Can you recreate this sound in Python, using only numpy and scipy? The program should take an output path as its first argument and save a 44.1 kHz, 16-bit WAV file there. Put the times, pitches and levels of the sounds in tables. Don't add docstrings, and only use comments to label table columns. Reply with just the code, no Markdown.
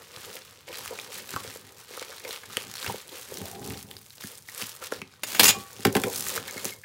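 import sys
import numpy as np
from scipy import signal
from scipy.fft import rfft, irfft
from scipy.io import wavfile
from scipy.ndimage import uniform_filter1d

SR = 44100
rng = np.random.default_rng(int(sys.argv[2]) if len(sys.argv) > 2 else 0)


def wav_out(sig):
    wavfile.write(sys.argv[1], SR, np.round(np.clip(np.atleast_2d(sig).T, -1, 1) * 32767).astype(np.int16))


def invert_db(x):
    u = np.asarray(x, float) / 20
    return 10 ** u


N = 301644
T = np.arange(N) / SR

# (full strength at t/s, swell/s, hold/s, crackle level/dB, tube air level/dB)
TUGS = [(0.135, 0.018, 0.16, -47, -56), (0.306, 0.035, 0.067, -50, -50.5), (0.675, 0.013, 0.53, -44, -51),
        (1.32, 0.13, 0.02, -45.5, -49.5), (1.396, 0.045, 0.16, -47, -52.5), (1.958, 0.13, 0.2, -43, -50.5),
        (2.275, 0.11, 0.071, -40.5, -48.5), (2.58, 0.45, 0.051, -44.5, -62),
        (2.864, 0.15, 0.041, -39, -46.5), (3.122, 0.031, 0.054, -48, -48.5),
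        (3.323, 0.38, 0.23, -47, -55.5), (3.659, 0.13, 0.14, -48.5, -74), (4.209, 0.022, 0.11, -49.5, -56),
        (4.476, 0.0095, 0.073, -51, -63), (4.602, 0.079, 0.02, -38, -45),
        (4.818, 0.014, 0.011, -37.5, -43.5), (4.919, 0.019, 0.0073, -40.5, -39.5),
        (5.425, .03, 0.2, -48, -48), (5.949, 0.076, 0.15, -51.5, -37.5), (6.14, 0.14, 0.16, -41.5, -52),
        (6.36, 0.076, 0.019, -35.5, -36.5), (6.458, 0.035, 0.024, -47.5, -52),
        (6.652, 0.19, 0.0047, -37, -41)]
# (t/s, crackle level/dB)
CREEP = [(0, -50.5), (.6, -56.5), (1.7, -54.5), (2.7, -50.5), (3.8, -58), (4.4, -63), (4.75, -50.5),
         (5.2, -62), (5.7, -52.5), (6.45, -51), (6.84, -63)]
# (f/Hz, level/dB, t60/s)
BENCH_MODES = [(103.4, -5, 0.074), (153, -4.5, 0.071), (209.4, -3.5, 0.11), (268, -6, 0.1),
               (374, 3.5, 0.059), (439.7, 0, 0.059), (549, -14.5, 0.18), (786, 5, 0.03),
               (1070, -2.5, 0.047)]


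def noise():
    return rng.standard_normal(N)


def unit(x):
    return x / np.sqrt(np.mean(x ** 2))


def curve(table):
    return np.interp(T, *np.transpose(table))


def colour(x, points, lo_hz=1, hi_hz=SR):
    f = np.maximum(np.fft.rfftfreq(N, 1 / SR), 1)
    hz, db = np.transpose(points)
    edges = 1 / np.sqrt((1 + (lo_hz / f) ** 4) * (1 + (f / hi_hz) ** 4))
    tilt = invert_db(np.interp(np.log(f), np.log(hz), db))
    return irfft(rfft(x) * tilt * edges, N)


def ring(x, modes):
    out = 0
    for k, (hz, db, t60) in enumerate(modes):
        turn = 2j * np.pi * min(hz, SR / 2.2) / SR
        decay = np.log(1000) / (max(t60, .001) * SR)
        pole = np.exp(turn - decay)
        out = out + (-1) ** k * invert_db(db) * signal.lfilter([1], [1, -pole], x).imag
    return out


def walk(rate):
    k = max(int(SR / rate), 1)
    held = np.repeat(rng.standard_normal(N // 20 + 1), k)[:N]
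    return unit(uniform_filter1d(held, k))


def add(out, s, x):
    i = int(s * SR)
    out[i:i + len(x)] += x[:N - i]


def burst(rise_ms, t60, chance):
    t = T[:len(chance)]
    rise = 1 - np.exp(-t / max(rise_ms / 1000, 1e-5))
    shape = rise * np.exp(-np.log(1000) * t / max(t60, .002))
    return chance * shape / shape.max() / 1.86


def patch(chance, rise_ms, t60, hz, cycles):
    x = ring(burst(rise_ms, t60, chance), [(hz, 0, cycles / hz)])
    return x / np.abs(x).max()


def creases(per_s, spread_db, fade_ms):
    size = invert_db(spread_db * np.clip(noise(), -2.5, 2.5)) * (rng.random(N) < per_s / SR)
    return signal.lfilter([1], [1, -np.exp(-1000 / (fade_ms * SR))], size)


def add_push(out, s, db, ms):
    contact = np.hanning(max(int(ms * SR / 1000), 3) + 2)
    add(out, s, invert_db(db) * contact / contact.sum())


def movements(rows, rest_db):
    swell_db = 20
    sag_db_per_s, release_db_per_s = 4.5, 212
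    power = invert_db(rest_db) ** 2
    for s, swell, hold, db in rows:
        fall = swell_db * np.maximum(s - T, 0) / max(swell, .005)
        fall = fall + sag_db_per_s * np.maximum(T - s, 0)
        fall = fall + release_db_per_s * np.maximum(T - s - hold, 0)
        power = power + invert_db(db - fall) ** 2
    return 10 * np.log10(power)


def film():
    # (f/Hz, level/dB per Hz)
    film_tone = [(200, -42), (700, -8), (1200, 1), (3900, -1), (7000, -4.5), (16000, -10)]
    # (t/s, level/dB)
    treble = [(0, 0), (.6, -2.5), (1.4, 1), (2.0, -3.5), (3.1, 1.5), (4.4, 6.5), (4.65, 3), (5.1, -4),
              (5.8, 3), (6.2, 11.5), (6.45, -3), (6.7, 7.5)]
    level_db = movements([tug[:4] for tug in TUGS], curve(CREEP))
    bright_db = curve(treble)
    shared = unit(creases(120, 6, .5) * invert_db(3 * walk(14)))
    gusts = invert_db(2 * walk(18))
    bands = []
    for lo_hz, hi_hz in ((200, 1230), (1200, 1370), (2200, 4000), (3800, 6440), (7000, 70000)):
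        own = unit(creases(90, 6, .9))
        loud = .45 * shared + .75 * own + .75
        grain = noise() * loud * gusts * invert_db(0.52 * walk(9.2))
        bands.append(colour(grain, film_tone, lo_hz, hi_hz))
    body = sum(bands[:-1]) / np.std(sum(bands[1:-1]))
    return invert_db(level_db) * (body + invert_db(bright_db) * unit(bands[-1]))


def snaps():
    # (t/s, level/dB, pitch f/Hz)
    snap_rows = [(0.679, -30.5, 2200), (0.7284, -24.5, 2550), (0.7612, -30, 3990), (0.9883, -20.5, 2410),
                 (0.998, -20, 3900), (1.2913, -23, 3280), (1.3384, -25, 1590), (1.3625, -14, 1220),
                 (1.9735, -35, 1280), (2.2492, -22, 2160), (2.308, -17.5, 4000), (2.4339, -29, 1660),
                 (2.4997, -31.5, 1300), (2.5699, -6.5, 3300), (2.754, -20.5, 4400), (2.781, -22, 4200),
                 (2.815, -23, 4300), (2.828, -18, 3730), (2.8448, -21, 1570), (2.8636, -14, 2660),
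                 (2.897, -19, 884), (3.0914, -27.5, 3570), (3.3715, -17, 5170), (3.9125, -22.5, 3420),
                 (3.9668, -23.5, 4900), (4.105, -28.5, 4580), (4.1814, -29, 4870), (4.2375, -27, 1690),
                 (4.382, -26, 7800), (4.4872, -25.5, 1900), (4.622, -16, 2830), (4.8245, -27.5, 1380),
                 (4.9216, -14.5, 1415), (5.017, -21.5, 2360), (6.1625, -12, 10100), (6.2235, -17, 6100),
                 (6.302, -16, 8000), (6.3768, -15, 1620), (6.5096, -19, 6440), (6.5795, -16, 8000),
                 (6.6455, -12, 10200), (6.6534, -8.5, 6500)]
    flap_cycles, flap_max_s = 39.5, .06
    tick_top = 4
    out = np.zeros(N)
    for (s, db, hz), chance in zip(snap_rows, rng.standard_normal((len(snap_rows), 2, 3000))):
        tick = burst(.05, .004, chance[0])
        dull = np.exp(-2 * np.pi * min(tick_top * hz, SR / 2) / SR)
        tick = signal.lfilter([np.sqrt(1 - dull ** 2)], [1, -dull], tick)
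        flap = patch(chance[1], 0.1, min(flap_cycles / hz, flap_max_s), hz, 14)
        add(out, s, invert_db(db) * (0.58 * tick + 0.58 * flap))
    return out


def bench():
    # (t/s, level/dB, contact/ms)
    bumps = [(0.159, -28, 9.2), (0.871, -17, 18), (1.331, -31.5, 3.2), (1.345, -16, 9.5),
             (1.466, -22, 10.4), (2.871, -9, 12.5), (3.693, -21, 7.1), (3.727, -27, 8.4), (3.835, -32, 5.4),
             (4.237, -29.5, 3.8), (4.623, -31, 4.5), (5.015, -34, 2.9), (5.79, -38, 1.6), (6.055, -25, 1.8),
             (6.071, -35, 1.1), (6.557, -36.5, 1.5), (6.651, -31, 1.7)]
    # (full strength at t/s, swell/s, hold/s, rumble level/dB)
    slides = [(.15, 0.065, 0.23, -55.5), (.8, 0.08, 1, -52.5), (1.35, 0.076, 0.15, -53),
              (2.5, 0.066, 0.2, -50.5), (2.89, 0.039, 0.012, -40), (3.4, 0.13, 0.023, -40),
              (3.62, 0.23, .12, -40), (3.86, 0.052, 0.092, -51), (4.92, .15, 0.13, -54),
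              (5.25, 0.049, 0.2, -48), (5.41, 0.03, 0.11, -34.5), (5.98, 0.29, 0.24, -43),
              (6.2, 0.13, 0.28, -48), (6.57, 0.093, 0.17, -54)]
    push = np.zeros(N)
    for s, db, ms in bumps:
        add_push(push, s, db, ms)
    rumble_db = movements(slides, -67)
    judder = invert_db(2.5 * walk(20))
    shaken = ring(noise() * judder, BENCH_MODES)
    rub = unit(colour(shaken, [(60, 15.0), (250, 0.0), (700, -4.0), (2000, -18)]))
    return ring(push, BENCH_MODES) + invert_db(rumble_db) * rub


def knife_scrape():
    # (t/s, level/dB, t60/s, rasp pitch f/Hz, blade ring level/dB)
    catches = [(5.2332, -10, 0.048, 2420, -14), (5.266, -20, 0.2, 7050, -22), (5.285, -20, 0.94, 3800, -33),
               (5.347, -12.5, 0.16, 2760, -15), (5.395, 6.5, 0.083, 3500, -34),
               (5.409, -2.5, 0.12, 4100, -22), (5.431, 4.5, 0.14, 5250, -33), (5.454, 3, 0.03, 2840, -5),
               (5.465, -5, 0.083, 8000, -12), (5.478, -1.5, 0.086, 7400, -2), (5.489, 1, 0.082, 3560, -34),
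               (5.499, -0.5, 0.023, 3100, -27)]
    # (f/Hz, level/dB, t60/s)
    blade_modes = [(1985, -19, .08), (2449, -16, .09), (2790, -14, .05), (3591, -16, .06), (4905, -15, .05),
                   (5370, -19, .04), (6430, -13, .05), (6967, -7, .07), (7768, -15, .045),
                   (10030, -18, .05), (13570, -13, .07)]
    rasp, drive = np.zeros(N), np.zeros(N)
    for (s, db, t60, hz, ring_db), chance in zip(catches, rng.standard_normal((len(catches), 3, 8000))):
        scratch = burst(0.43, t60, chance[0])
        pitched = patch(chance[2], 0.82, t60, hz, 5.0)
        add(rasp, s, invert_db(db) * (0.5 * scratch + 0.42 * pitched))
        add(drive, s, invert_db(db + ring_db) * burst(2.4, t60, chance[1]) / 10)
    grit = 0.75 + 0.28 * unit(creases(400, 6, 0.99))
    rough = rasp * invert_db(2.3 * walk(300)) * grit
    rasp = colour(rough, [(300, -3), (8000, -3.5), (16000, -4.0)], lo_hz=246)
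    return rasp + ring(drive, blade_modes)


def knife_drop():
    # (t/s, click level/dB, thud level/dB, contact/ms)
    blows = [(5.8507, -5, -14.5, 0.9), (5.8676, -15, -14, 2.44), (5.9515, -10.5, -16.5, 1),
             (5.9661, -12, -21.5, 0.46), (5.998, -29, -35, 0.96), (6.0363, -12.5, -25, 1.1)]
    # (f/Hz, level/dB, t60/s)
    handle_modes = [(1470, 1, 0.0048), (2420, 6.5, 0.0014)]
    push, click = np.zeros(N), np.zeros(N)
    for (s, db, thud_db, ms), chance in zip(blows, rng.standard_normal((len(blows), 2000))):
        add_push(push, s + 0.00225, thud_db, ms)
        add(click, s, invert_db(db) * burst(0.08, 0.027, chance))
    return ring(push, BENCH_MODES) + .5 * click + invert_db(-12.5) * ring(click, handle_modes)


def drag():
    # (t/s, f/Hz, level/dB)
    path = [(3.33, 298, -50.5), (3.40, 395, -47), (3.47, 720, -46.5), (3.6, 753, -46.5), (3.679, 685, -60)]
    s, hz, db = np.transpose(path)
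    stick_slip = noise() * (1 + unit(creases(150, 5, 3)))
    grains = unit(uniform_filter1d(stick_slip, size=300))
    phase = 2 * np.pi * np.cumsum(np.interp(T, s, hz)) / SR
    return invert_db(np.interp(T, s, db, -120, -120)) * grains * np.cos(phase)


def tube_air():
    # (t/s, level/dB)
    puffs = [(0.909, -30), (1.447, -34), (1.558, -33.5), (1.908, -36.5), (1.975, -33), (2.017, -29),
             (2.251, -32.5), (2.292, -31), (2.574, -26), (2.896, -28), (2.943, -26.5), (3.32, -31),
             (3.757, -37.5), (4.923, -19.5)]
    # (f/Hz, width/Hz, level/dB)
    air_columns = [(347, 143, -1.5), (500, 93, 3.5), (944, 170, -2.5)]
    puff = np.zeros(N)
    for s, db in puffs:
        add_push(puff, s, db, 1.0)
    air_db = movements([tug[:3] + tug[4:] for tug in TUGS], curve(CREEP) - 7)
    modes = [(hz, db, 2.55 / width) for hz, width, db in air_columns]
    flutter = invert_db(4 * walk(35))
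    return invert_db(air_db) * unit(ring(noise() * flutter, modes)) + ring(puff, modes)


def tube_taps():
    # (f/Hz, level/dB, t60/s)
    tube_modes = [(630, 0, .24), (791, -4, .35), (1071, -4, .27), (1136, -5, .6)]
    knock, brush = np.zeros(N), np.zeros(N)
    add(knock, 1.3635, invert_db([-23.5]))
    add(brush, 5.544, invert_db(-33) * burst(3, .025, rng.standard_normal(SR // 10)) / 10)
    held_share = 0.14
    held_modes = [(hz, db, held_share * t60) for hz, db, t60 in tube_modes[2:]]
    return ring(knock, held_modes) + ring(brush, tube_modes)


def clinks():
    # (t/s, level/dB)
    touches = [(6.482, -35.5), (6.57, -40), (6.716, -43), (6.834, -37)]
    # (f/Hz, level/dB, t60/s)
    end_modes = [(1660, 1, 0.026), (2160, 5, 0.051)]
    touch = np.zeros(N)
    for (s, db), chance in zip(touches, rng.standard_normal((len(touches), 1500))):
        add(touch, s, invert_db(db) * burst(1.9, 0.072, chance) / 10)
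    return ring(touch, end_modes)


def room_echo(near):
    t60_s, top_hz = .2, 7640
    t = T[:SR // 2]
    tail = rng.standard_normal(SR // 2) * np.exp(-np.log(1000) * t / t60_s) * (t > .003)
    echo = signal.fftconvolve(near, unit(tail) / np.sqrt(len(tail)))[:N]
    return invert_db(-10) * colour(echo, [(100, 0), (1000, 0.0)], hi_hz=top_hz)


def shop():
    # (f/Hz, level/dB per Hz)
    shop_tone = [(40, 0.5), (100, 7.5), (500, -19), (1500, -36), (6000, -64), (16000, -43)]
    return invert_db(-62) * unit(colour(noise(), shop_tone))


def scene():
    near = film() + snaps() + bench() + knife_scrape() + knife_drop()
    near = near + drag() + tube_air() + tube_taps() + clinks()
    return (near + room_echo(near) + shop())[None]


def roll_off(x):
    return signal.sosfilt(signal.butter(12, 16810, fs=SR, output="sos"), x)


def record(dry):
    bass_cut = signal.butter(4, 82, "high", fs=SR, output="sos")
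    top_cut = signal.ellip(8, .2, 45, 15750, fs=SR, output="sos")
    thin = signal.sosfilt(bass_cut, dry)
    rounded = np.tanh(thin)
    return roll_off(signal.sosfilt(top_cut, rounded))


dry = scene()
out = record(dry)
wav_out(out)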